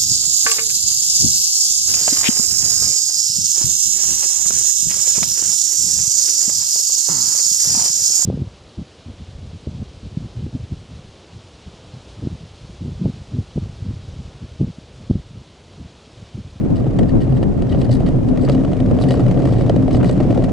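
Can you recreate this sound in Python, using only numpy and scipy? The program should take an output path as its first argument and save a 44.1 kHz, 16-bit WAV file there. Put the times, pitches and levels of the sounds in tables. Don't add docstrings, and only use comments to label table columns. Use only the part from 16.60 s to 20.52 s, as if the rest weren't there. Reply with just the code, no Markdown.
import sys
import numpy as np
from scipy import signal
from scipy.fft import rfft, irfft, next_fast_len
from scipy.io import wavfile
from scipy.ndimage import uniform_filter1d, minimum_filter1d, map_coordinates

SR = 44100
rng = np.random.default_rng(int(sys.argv[2]) if len(sys.argv) > 2 else 0)


def to_wav(s):
    ch = np.atleast_2d(s).T
    pcm = np.round(np.clip(ch, -1, 1) * 32767)
    wavfile.write(sys.argv[1], SR, pcm.astype(np.int16))


N = 172872
TIME_S = np.arange(N) / SR

# [time_s, relative_level_db]
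ROUGHNESS = [(0, -33), (.5, -31), (.95, -33), (1.15, -27), (1.65, -32), (1.9, -26), (2.25, -27),
             (2.55, -23.5), (2.9, -23), (3.2, -25.5), (3.5, -25), (3.8, -21), (3.92, -27)]
# [centre_hz, width_hz, relative_level_db]
METAL_MODES = [(1881, 96, 12.5), (2953, 200, 8), (3260, 360, -1), (3900, 450, 3.5), (4550, 210, 7),
               (5100, 140, 1.5), (6130, 380, -7.5), (7820, 270, 0), (9730, 420, -9)]
# [frequency_hz, relative_level_db]
GRITTY_SPECTRUM = [(200, 4), (700, 9.5), (1200, 17), (1600, 4.5), (2000, 6), (3200, 1.5), (5000, -4.5),
                   (6500, -7.5), (8500, -10), (11000, -20)]


def amp(db):
    return 10 ** (np.asarray(db) / 20)


def unit(x):
    return x / np.sqrt(np.mean(x ** 2) + 1e-20)


def burst(x):
    reference_s = .011
    return x / np.sqrt(np.mean(np.sum(x ** 2, -1)) / (reference_s * SR))


def roughness_db():
    return np.interp(TIME_S, *np.transpose(ROUGHNESS))


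def wobble(rate):
    return map_coordinates(rng.standard_normal(2048), [np.arange(N) * rate / SR], mode="wrap")


def filtered(x, response):
    n = x.shape[-1]
    m = next_fast_len(n + 8192)
    return irfft(rfft(x, m) * response(np.fft.rfftfreq(m, 1 / SR)), m)[..., :n]


def low_passed(x, corner_hz, power):
    return filtered(x, lambda hz: 1 / (1 + (hz / corner_hz) ** power))


def coloured(x, spectrum):
    f, db = np.transpose(spectrum)
    return unit(filtered(x, lambda hz: amp(np.interp(np.log(hz + 1), np.log(f), db))))


def rung(x, modes):
    def response(hz):
        return sum(amp(db) * 1j * hz * width / (centre ** 2 - hz ** 2 + 1j * hz * width)
                   for centre, width, db in modes)
    return filtered(x, response)


def noise(side_db, size=N):
    mid, side = rng.standard_normal((2, size))
    side = amp(side_db) * side
    return unit(np.array([mid + side, mid - side]))


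def add(track, s, sound):
    part = track[..., max(0, round(s * SR)):][..., :sound.shape[-1]]
    part += sound[..., :part.shape[-1]]


def contacts(per_s, spread_db, t60):
    gap, size = rng.random(2000), rng.standard_normal(2000)
    at = (np.cumsum(gap * 1.6 + .2) * SR / per_s).astype(int)
    strength = amp(spread_db * np.minimum(size, 2))
    hits = np.bincount(at[at < N], strength[at < N], N)
    t = np.arange(SR // 10) / SR
    envelope = unit(signal.fftconvolve(hits, amp(-60 * t / t60))[:N])
    local_power = np.abs(uniform_filter1d(envelope ** 2, int(.06 * SR)))
    return unit(envelope / np.sqrt(local_power + 0.13))


def spell(s, length):
    rise_s, release_t60_s = 0.0038, 0.069
    t = TIME_S - s
    return np.clip(t / rise_s + .5, 0, 1) * amp(-60 * np.clip(t - length, 0, 1) / release_t60_s)


def wind():
    # [centre_s, half_width_s, relative_level_db]
    gusts = [(0.121, 0.016, -12.5), (.42, 0.03, -12), (0.558, 0.027, -12), (.85, 0.053, -18),
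             (1.25, 0.06, -25.5), (1.5, 0.11, -18), (1.728, 0.044, -14), (1.829, 0.027, -20),
             (2.341, 0.1, -17.5), (3.368, 0.045, -16)]
    # [frequency_hz, relative_level_db]
    buffet_spectrum = [(10, -40.5), (28, -6), (70, -1), (150, -0.5), (260, 2.5), (400, -8.5), (600, -15.5),
                       (850, -25), (1400, -37.5), (3000, -65)]
    # [frequency_hz, relative_level_db]
    sway_spectrum = [(15, -4), (30, -10.5), (70, -15), (110, -10.5), (200, -15.5), (500, -84)]
    lull_db, eddy_db, sway_db = -19, -1.67, -17
    power = amp(lull_db) ** 2
    for s, width, db in gusts:
        power = power + amp(db) ** 2 * np.exp(-((TIME_S - s) / width) ** 2)
    force = np.sqrt(power)
    eddies = amp(eddy_db * np.array([wobble(21.95), wobble(21.83)]))
    buffet = force * eddies * coloured(noise(side_db=1.5), buffet_spectrum)
    sway = unit(force ** 0.42) * coloured(noise(side_db=-12.5), sway_spectrum)
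    return buffet + amp(sway_db) * sway


def boom():
    # [centre_s, half_width_s, relative_level_db]
    surges = [(.72, .065, -17), (1.318, 0.017, -12.5), (1.889, 0.028, -15), (2.53, 0.02, -14.5),
              (2.65, .035, -15.5), (2.92, 0.062, -16.5)]
    pitch_hz, wander = 122.2, 0.0497
    swell = sum(amp(db) * np.exp(-((TIME_S - s) / width) ** 2 / 2) for s, width, db in surges)
    phase = 2 * np.pi * np.cumsum(pitch_hz * (1 + wander * wobble(20))) / SR
    port_phase = .5 * np.array([wobble(20), wobble(17)])
    return swell * unit(np.sin(phase + port_phase))


def ticks():
    tick_db, rough_db = -64, roughness_db()
    strikes = contacts(per_s=75, spread_db=15, t60=0.015)
    ring = unit(rung(strikes * noise(side_db=-3.5), METAL_MODES))
    return amp(tick_db + 0.25 * (rough_db - rough_db.mean())) * ring


def rattle():
    # [start_s, length_s, relative_level_db, brightness_db]
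    spells = [(0.157, 0.031, -45.5, 0.5), (0.483, 0.018, -44.5, -1.5), (0.602, 0.033, -44.5, -1),
              (0.758, .015, -47, -1), (1.092, 0.056, -45, -3.5), (1.185, .07, -47.5, 0.5),
              (1.31, 0.031, -36.5, 4), (1.339, 0.03, -45.5, 1), (1.461, 0.028, -43, -3),
              (1.679, 0.009, -39, 2.5), (1.812, 0.04, -42, 3), (1.917, .012, -37, 4.5),
              (2.4, 0.045, -40, 3), (2.486, .065, -38, 1), (2.834, 0.19, -45, 0.5),
              (3.317, 0.052, -41.5, 4.5), (3.452, 0.074, -39.5, 2.5)]
    rattle_db, mode_scatter_db = -2.5, 3.5
    strikes = contacts(per_s=110, spread_db=2.5, t60=0.044)
    chatter = 0
    for mode in METAL_MODES:
        favour = amp(mode_scatter_db * wobble(70))
        chatter = chatter + rung(strikes * favour * noise(side_db=-9.0), [mode])
    chatter = unit(chatter)
    dull = low_passed(chatter, 4000, 8)
    out = np.zeros((2, N))
    for s, length, db, bright_db in spells:
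        tilted = amp(-bright_db) * dull + amp(bright_db / 2) * (chatter - dull)
        out += amp(db + rattle_db) * spell(s, length) * tilted
    return out


def scrapes():
    # [start_s, length_s, level_db]
    scrubs = [(1.714, 0.044, -37.5), (1.876, .012, -35), (2.483, 0.085, -38.5), (3.394, 0.068, -36.5),
              (3.571, .04, -38.5)]
    # [centre_hz, width_hz, relative_level_db]
    scrub_modes = [(990, 400, 12.5), (1390, 400, -5), (2100, 680, -6)]
    stick_slip = contacts(per_s=110, spread_db=10.5, t60=0.037)
    slips = unit(rung(stick_slip * noise(side_db=-11), scrub_modes))
    slips = low_passed(slips, 3000, 4)
    return slips * sum(amp(db) * spell(s, length) for s, length, db in scrubs)


def thud():
    # [pitch_hz, relative_level_db]
    panels = [(350, 4.5), (462, 4.5), (540, 4.5), (582, 5), (640, -2), (705, 1.5)]
    rise_s, t60_s, mode_scatter_db = .001, .04, 2.5
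    t = np.arange(SR // 20) / SR
    shape = (1 - np.exp(-t / rise_s)) * amp(-60 * t / t60_s)
    ring = 0
    for hz, db in panels:
        gain = amp(db + rng.normal(0, mode_scatter_db))
        start_turns = rng.random() + rng.normal(0, 0.063, (2, 1))
        turns = hz * rng.normal(1, .02) * t + start_turns
        ring = ring + gain * np.sin(2 * np.pi * turns)
    return burst(shape * ring)


def clack():
    rise_s, t60_s, scatter_db, ring_db = .0009, 0.021, 1.8, -6
    t = np.arange(SR // 10) / SR
    shape = (1 - np.exp(-t / rise_s)) ** 2 * amp(-60 * t / t60_s)
    spectrum = [(hz, db + scatter_db * rng.standard_normal()) for hz, db in GRITTY_SPECTRUM]
    grit = coloured(noise(side_db=-9.5, size=len(t)), spectrum) * shape
    return burst(burst(grit) + amp(ring_db) * burst(rung(grit, METAL_MODES)))


def bumps():
    # [time_s, relative_clack_level_db, relative_thud_level_db]
    blows = [(.242, -50.5, -27.5), (0.266, -51.5, -24.5), (0.388, -37.5, -25), (.392, -38, -21),
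             (0.4314, -45.5, -29), (.723, -49.5, -30), (0.8285, -39, -24), (.834, -43, -33),
             (1.0211, -43, -28.5), (1.1467, -43.5, -23), (1.2156, -39.5, -38), (1.2934, -48, -23.5),
             (1.404, -46.5, -25), (1.4875, -43.5, -29), (1.7739, -41, -33), (1.8384, -52.5, -21),
             (1.888, -38.5, -19.5), (1.8964, -31, -22), (1.948, -41, -22), (1.9789, -45.5, -33.5),
             (2.0487, -38.5, -26.5), (2.1321, -42.5, -25.5), (2.2019, -41, -27.5), (2.3111, -45.5, -24.5),
             (2.3878, -41.5, -24.5), (2.4384, -39, -20.5), (2.5074, -34.5, -20.5), (2.5704, -48.5, -26.5),
             (2.604, -41, -28), (2.664, -42, -24), (2.7117, -40, -27), (2.7741, -40.5, -25.5),
             (2.801, -43.5, -26), (2.8549, -38.5, -20), (3.0096, -40, -27), (3.0959, -30, -11),
             (3.162, -40, -21.5), (3.2799, -41, -23), (3.3119, -42.5, -38), (3.347, -37, -24),
             (3.4311, -41.5, -23.5), (3.4446, -37, -23.5), (3.4948, -38, -23), (3.6027, -40, -19.5),
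             (3.7037, -43.5, -21.5), (3.7264, -45.5, -21.5), (3.7755, -46.5, -20.5), (3.8392, -38.5, -23),
             (3.8425, -37.5, -27)]
    clack_trim_db, thud_trim_db = 3, 3
    out = np.zeros((2, N))
    for s, clack_db, thud_db in blows:
        add(out, s - .001, amp(clack_db + clack_trim_db) * clack())
        add(out, s, amp(thud_db + thud_trim_db) * thud())
    return out


def knocks():
    per_s, trim_db, spread_db = 75, -3, 2
    out = np.zeros((2, N))
    for k in range(int(per_s * N / SR)):
        s = (k + rng.random()) / per_s
        rough_db = np.interp(s, *np.transpose(ROUGHNESS))
        db = rough_db + trim_db + spread_db * min(rng.standard_normal(), 1)
        add(out, s, amp(db) * thud())
    return out


def wheels():
    # [centre_hz, width_hz, relative_level_db]
    tub_modes = [(126.5, 20, 1.5), (180, 13.6, 0), (253.7, 11, 4.5), (282, 18, -7.5)]
    # [frequency_hz, relative_level_db]
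    hiss_spectrum = [(200, 9), (800, 10), (1200, 4), (1800, 2.5), (3000, -4), (5000, -10), (7000, -12.5),
                     (11000, -24)]
    drum_trim_db, grit_trim_db, hiss_db, load_swing_db = 6.5, -20.5, -43, 1.8
    rough_db = roughness_db()
    swing_db = rough_db - rough_db.mean()

    grain = contacts(per_s=100, spread_db=4.5, t60=0.07)
    drum = unit(low_passed(rung(grain * noise(side_db=-9.5), tub_modes), 600, 4))
    drum_db = rough_db.mean() + 0.92 * swing_db + drum_trim_db + load_swing_db * wobble(22)

    crunch = contacts(per_s=70, spread_db=9.0, t60=0.051)
    grit = crunch * coloured(noise(side_db=-15), GRITTY_SPECTRUM)

    hiss = coloured(noise(side_db=-3.5), hiss_spectrum)
    return (amp(drum_db) * drum + amp(rough_db + grit_trim_db) * grit
            + amp(hiss_db + 0.43 * swing_db) * hiss)


def scene():
    mix = wind() + boom() + ticks() + rattle() + scrapes() + bumps() + knocks() + wheels()
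    return mix * amp([[0.5], [-0.5]])


def record(dry):
    low_cut_hz, top_hz = 22, 11100
    limit, limit_s = .56, .003
    dry = filtered(dry, lambda hz: 1 - 1 / (1 + (hz / low_cut_hz) ** 4))
    needed = limit / np.maximum(np.abs(dry.mean(0)), limit)
    span = int(limit_s * SR)
    gain = uniform_filter1d(minimum_filter1d(needed, 2 * span), span)
    return filtered(np.clip(dry * gain, -1, 1), lambda hz: hz < top_hz)


dry = scene()
out = record(dry)
to_wav(out)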